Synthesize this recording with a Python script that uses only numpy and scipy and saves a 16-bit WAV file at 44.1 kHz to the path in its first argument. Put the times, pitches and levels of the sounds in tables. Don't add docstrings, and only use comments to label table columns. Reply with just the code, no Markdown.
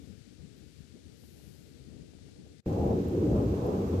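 import sys
import numpy as np
from scipy import signal
from scipy.fft import rfft, irfft
from scipy.io import wavfile

SR = 44100
rng = np.random.default_rng(int(sys.argv[2]) if len(sys.argv) > 2 else 0)


def put_to_file(sound):
    columns = np.atleast_2d(sound).T
    safe = np.clip(columns, -1, 1)
    whole_steps = np.round(safe * 32767)
    wavfile.write(sys.argv[1], SR, whole_steps.astype(np.int16))


N = 176400
TIME = np.arange(N) / SR


def amp(db):
    return 10 ** (np.asarray(db) / 20)


def unit_rms(x):
    return x / np.sqrt(np.mean(x ** 2) + 1e-30)


def at_hz(table, hz):
    freqs, *columns = np.transpose(table)
    return np.array([np.interp(np.log(hz + 1), np.log(freqs), c) for c in columns])


def gain_curve(table):
    times, *columns = np.transpose(table)
    return amp([np.interp(TIME, times, c) for c in columns])


def swing_db(table, t):
    times, *columns = np.transpose(table)
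    grid = np.linspace(times[0], times[-1])
    powers = [np.mean(amp(np.interp(grid, times, c)) ** 2) for c in columns]
    return np.array([np.interp(t, times, c) - 10 * np.log10(p) for c, p in zip(columns, powers)])


def colour(x, table):
    hz = np.fft.rfftfreq(N, 1 / SR)
    return irfft(rfft(x) * amp(at_hz(table, hz)), N) * np.sqrt(SR / 2)


def flutter(rate_hz, channels=1):
    hz = np.fft.rfftfreq(N, 1 / SR)
    white = rfft(rng.standard_normal((channels, N)))
    return unit_rms(irfft(white / (1 + (hz / rate_hz) ** 4), N))


def patter(per_s, spread_db, share):
    size = amp(spread_db * np.minimum(rng.exponential(1, (2, N)), 4))
    bursts = size * rng.choice([-1, 1], (2, N)) * (rng.random((2, N)) < per_s / SR)
    return np.sqrt(share) * unit_rms(bursts) + np.sqrt(1 - share) * rng.standard_normal((2, N))


def band_noise(hz, width_hz):
    a, b = flutter(rate_hz=width_hz / 2, channels=2)
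    phase = 2 * np.pi * np.cumsum(hz * np.ones(N)) / SR
    return a * np.cos(phase) + b * np.sin(phase)


def swell(at, half_width):
    return np.exp(-((TIME - at) / half_width) ** 2)


def glide(at, half_width, hz, octaves_per_s):
    return hz * 2 ** (octaves_per_s * np.clip(TIME - at, -2 * half_width, 2 * half_width))


def plops(table, cycles):
    out = np.zeros(N)
    for at, db, hz in table:
        envelope = amp(db) * np.exp(-abs(TIME - at) * hz / cycles)
        out += envelope * np.sin(2 * np.pi * hz * (TIME - at))
    return out


def wind():
    # (frequency [Hz], left [dB per Hz], right [dB per Hz])
    spectrum = [(20, -96, -113), (35.4, -88, -109), (55.6, -74.5, -101), (77, -66.5, -99),
                (114, -72.5, -99), (172, -71.5, -100), (203, -74.5, -100), (280, -76, -80),
                (347, -82.5, -84), (454, -84.5, -84.5), (540, -92, -93.5), (770, -102, -104.5),
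                (1100, -116, -118), (2500, -135, -135)]
    # (time [s], relative level [dB])
    gusts_left = [(0, -54.5), (.10, -51.5), (.15, -58), (.24, -59), (.37, -59.5), (.41, -54), (.49, -57.5),
                  (.55, -58), (.68, -57), (.74, -64.5), (.82, -56.5), (.89, -62.5), (.94, -56),
                  (1.04, -60.5), (1.10, -56), (1.18, -59), (1.35, -59.5), (1.47, -55.5), (1.59, -58.5),
                  (1.64, -57.5), (1.85, -57), (1.97, -51), (2.07, -57), (2.28, -58.5), (2.38, -56),
                  (2.58, -60)]
    gusts_right = [(0.0, -67.5), (0.29, -77), (0.41, -68.5), (0.84, -73), (0.93, -75), (0.95, -66),
                   (1.14, -72), (1.41, -65.5), (1.44, -69.5), (2.05, -65.5), (2.15, -71.5), (2.4, -64),
                   (2.57, -70), (2.58, -77.5)]
    gusts_db = np.vstack([swing_db(gusts_left, TIME), swing_db(gusts_right, TIME)])
    eddies_db = np.array([[1.], [2.2]]) * flutter(rate_hz=53, channels=2)
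    balance_db = np.array([[.4], [-.8]])
    return colour(rng.standard_normal((2, N)) * amp(gusts_db + eddies_db + balance_db), spectrum)


def trickle():
    # (frequency [Hz], left [dB per Hz], right [dB per Hz])
    hiss_spectrum = [(500, -120, -118), (920, -111.5, -114), (1440, -101, -112.5), (2260, -100, -116),
                     (3320, -99, -119), (4430, -97.5, -124), (5870, -101, -127), (7900, -103, -130),
                     (10200, -109, -124), (11200, -112, -123), (12100, -118, -124), (13800, -123, -125)]
    # (frequency [Hz], level [dB per Hz])
    sizzle_spectrum = [(3000, -125), (4500, -106), (8500, -109), (9600, -107), (10500, -100.5),
                       (11000, -105), (11700, -100), (12500, -105), (14500, -109)]
    # (time [s], gain [dB])
    sizzle_swells = [(0, -7), (.45, -23), (.7, -9), (.95, -16), (1.1, -14), (1.23, 1.5), (1.54, 0),
                     (1.8, -11), (2.3, -36), (2.44, -21), (2.58, -30)]
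    hiss = colour(patter(per_s=3000, spread_db=5.0, share=0.066), hiss_spectrum)
    hiss *= amp(0.4 * flutter(rate_hz=4.5))
    sizzle = colour(rng.standard_normal(N), sizzle_spectrum) * gain_curve(sizzle_swells)
    return hiss + sizzle * amp([[0], [-28]])


def glugs(roughness=0.19):
    # (time [s], half-width [s], pitch [Hz], rise [octaves/s], rms at the crest [dB])
    gulps = [(0.103, 0.012, 194.8, 12.5, -46), (0.446, 0.013, 180, 29.5, -43),
             (.803, 0.023, 140.7, 25.5, -48.5), (.954, 0.0122, 289, 60, -47), (1.813, 0.02, 130.5, 0, -46),
             (2.017, .022, 158.8, 10, -47.5)]
    out = np.zeros(N)
    for at, half_width, hz, rise, db in gulps:
        pitch = glide(at, half_width, hz, rise)
        tone = np.sqrt(2) * np.sin(2 * np.pi * (np.cumsum(pitch) / SR + rng.random()))
        out += amp(db) * swell(at, half_width) * (tone + roughness * band_noise(pitch, width_hz=hz))
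    return out * amp([[0], [-21]])


def drips():
    # (time [s], envelope peak [dB], pitch [Hz])
    drops = [(.420, -58, 2000), (1.238, -56, 800), (1.400, -57, 784), (1.403, -53, 2700), (1.56, -61, 804),
             (2.136, -52, 650), (2.1866, -54, 2300), (2.189, -52.5, 705), (2.288, -58, 714),
             (2.364, -53, 650), (2.465, -49, 616)]
    return plops(drops, cycles=0.76) * amp([[-8], [0]])


def chirps():
    # (time [s], rms at the crest [dB], half-width [s])
    squeaks = [(.58, -73, 0.022), (0.793, -78, 0.039)]
    envelope = sum(amp(db) * swell(at, half_width) for at, db, half_width in squeaks)
    return envelope * band_noise(hz=12250, width_hz=900) * amp([[0], [-24]])


def rumble(churn_db=0.72):
    # (frequency [Hz], left [dB per Hz], right [dB per Hz])
    spectrum = [(20, -97, -102), (34.2, -68, -73), (54.4, -57, -58.5), (82, -51.5, -51),
                (118.5, -50.5, -50.5), (149, -57.5, -58), (200, -51.5, -51.5), (241, -56, -61),
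                (288.5, -53, -52.5), (336, -60, -60), (347, -52, -51.5), (426, -57, -58.5),
                (457.5, -54.5, -54.5), (541, -60.5, -66), (668, -70, -69), (854, -67.5, -73),
                (870, -85, -73.5), (1010, -76, -75.5), (1290, -86.5, -84.5), (1700, -109, -101),
                (3000, -120, -118)]
    # (time [s], bass [dB], low middle [dB], middle [dB], top [dB])
    surges = [(2.68, -33, -39, -47, -74), (2.708, -34, -34.5, -46, -60), (2.914, -28, -32, -38.5, -60.5),
              (3.002, -34, -30, -52.5, -62.5), (3.06, -34, -37, -48, -67.5),
              (3.236, -32.5, -28, -53.5, -61), (3.302, -28.5, -28, -45, -63.5), (3.37, -27, -34, -45, -55),
              (3.382, -33, -32, -45, -51), (3.406, -29.5, -24.5, -46, -55),
              (3.468, -32, -32.5, -51.5, -61.5), (3.628, -33, -35.5, -46, -56), (3.668, -35, -32, -42, -55),
              (3.892, -36.5, -35, -49.5, -59), (3.958, -37.5, -29, -55, -55.5), (3.98, -41, -39, -48, -60)]
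    register_hz = [120, 370, 740, 1150]
    # (frequency [Hz], correlation [-1..1])
    port_likeness = [(100, 1), (210, 0.97), (300, 0.89), (480, 0.9), (600, 0.48), (760, 0.099),
                     (950, -0.41), (1250, -0.25), (2000, -0.8)]
    hz, t, (left, unrelated) = signal.stft(rng.standard_normal((2, N)), SR, nperseg=1024, noverlap=768)
    likeness = np.clip(at_hz(port_likeness, hz).T, -1, 1)
    right = likeness * left + np.sqrt(1 - likeness ** 2) * unrelated
    weights = at_hz(np.column_stack([register_hz, np.eye(len(register_hz))]), hz)
    surging = np.array([left, right]) * amp(weights.T @ swing_db(surges, t))
    flow = signal.istft(surging, SR, nperseg=1024, noverlap=768)[1][:, :N]
    return colour(flow * amp(churn_db * flutter(rate_hz=36)), spectrum)


def fizz(rise_db_per_s=1.4, unity_at_s=3.565):
    # (frequency [Hz], left [dB per Hz], right [dB per Hz])
    spectrum = [(700, -105, -103), (1450, -91, -90), (1930, -96.5, -92), (2380, -92, -94.5),
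                (3520, -98, -94.5), (5200, -100.5, -96.5), (6900, -103, -96), (7900, -103, -103),
                (8600, -103, -110), (9400, -108, -115), (10460, -109, -107), (12200, -115, -98),
                (13300, -115, -103), (14300, -123, -118)]
    gain_db = rise_db_per_s * (TIME - unity_at_s) + 0.37 * flutter(rate_hz=38)
    ring = band_noise(hz=8130, width_hz=220) * amp(-72.5 + 0.5 * flutter(rate_hz=31))
    hiss = colour(patter(per_s=2500, spread_db=0.5, share=0.094), spectrum)
    return (hiss + ring * amp([[0], [-14]])) * amp(gain_db)


def tones(waver_hz=4.22):
    # (pitch [Hz], left rms [dB], right rms [dB])
    whistles = [(1276, -79, -78), (1523, -82, -81), (2460, -86, -85), (2697, -78, -75), (3750, -91, -87),
                (5216, -85, -80), (6094, -87, -79)]
    out = np.zeros((2, N))
    for hz, left_db, right_db in whistles:
        pitch = hz + waver_hz * flutter(rate_hz=10.5)
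        out += amp([[left_db], [right_db]]) * np.sqrt(2) * np.sin(2 * np.pi * np.cumsum(pitch) / SR)
    return out


def spray(hz=12400, width_hz=1700, decay_s=0.00051):
    # (time [s], peak before panning [dB])
    bursts = [(2.749, -56), (3.022, -53.5), (3.0853, -45.5), (3.206, -55), (3.488, -56), (3.6674, -45),
              (3.893, -53)]
    envelope = sum(amp(db) * np.exp(-abs(TIME - at) / decay_s) for at, db in bursts)
    pitch = hz + width_hz / 2 * flutter(rate_hz=2500)
    return envelope * np.sin(2 * np.pi * np.cumsum(pitch) / SR) * amp([[-9], [1.5]])


def gurgles(width_share=0.23):
    # (time [s], half-width [s], pitch [Hz], slide [octaves/s], rms at the crest [dB])
    resonances = [(2.839, 0.1, 774.7, -0.5, -46.5), (3.232, 0.07, 330.2, -5.5, -29.5),
                  (3.365, 0.052, 558, 0, -38), (3.372, 0.075, 184.6, -2.5, -30.5),
                  (3.674, 0.051, 445, -0.5, -36), (3.962, 0.059, 88.7, 1.5, -31)]
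    out = np.zeros(N)
    for at, half_width, hz, slide, db in resonances:
        pitch = glide(at, half_width, hz, slide)
        out += amp(db) * swell(at, half_width) * band_noise(pitch, hz * width_share)
    return out


def slaps():
    # (time [s], envelope peak [dB], pitch [Hz])
    impacts = [(3.150, -22, 443), (3.541, -19.5, 417), (3.621, -27, 500), (3.806, -22, 355)]
    return plops(impacts, cycles=0.8) * amp([[0], [-1.5]])


def scene():
    # (time [s], gain [dB])
    bank_fade = [(2.604, -0.5), (2.608, -16), (2.62, -27), (2.66, -64)]
    # (time [s], rumble gain [dB], fizz gain [dB])
    pool_fade = [(2.612, -80, -60), (2.626, -48, -32), (2.650, -43, -25), (2.659, -35, -7), (2.662, 1.5, 0),
                 (2.69, 0, 0)]
    rumble_in, fizz_in = gain_curve(pool_fade)
    bank = wind() + trickle() + drips() + chirps() + glugs()
    pool_lows = rumble() + gurgles() + slaps()
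    pool_highs = fizz() + tones() + spray()
    return bank * gain_curve(bank_fade) + pool_lows * rumble_in + pool_highs * fizz_in


def record(dry):
    fade_s, edge_hz = .004, 14550
    fade = np.sin(np.pi / 2 * np.minimum((TIME[-1] - TIME) / fade_s, 1)) ** 2
    lowpass = signal.firwin(511, edge_hz, window=("kaiser", 9), fs=SR)
    return signal.oaconvolve(dry * fade, lowpass[None], "same")


dry = scene()
out = record(dry)
put_to_file(out)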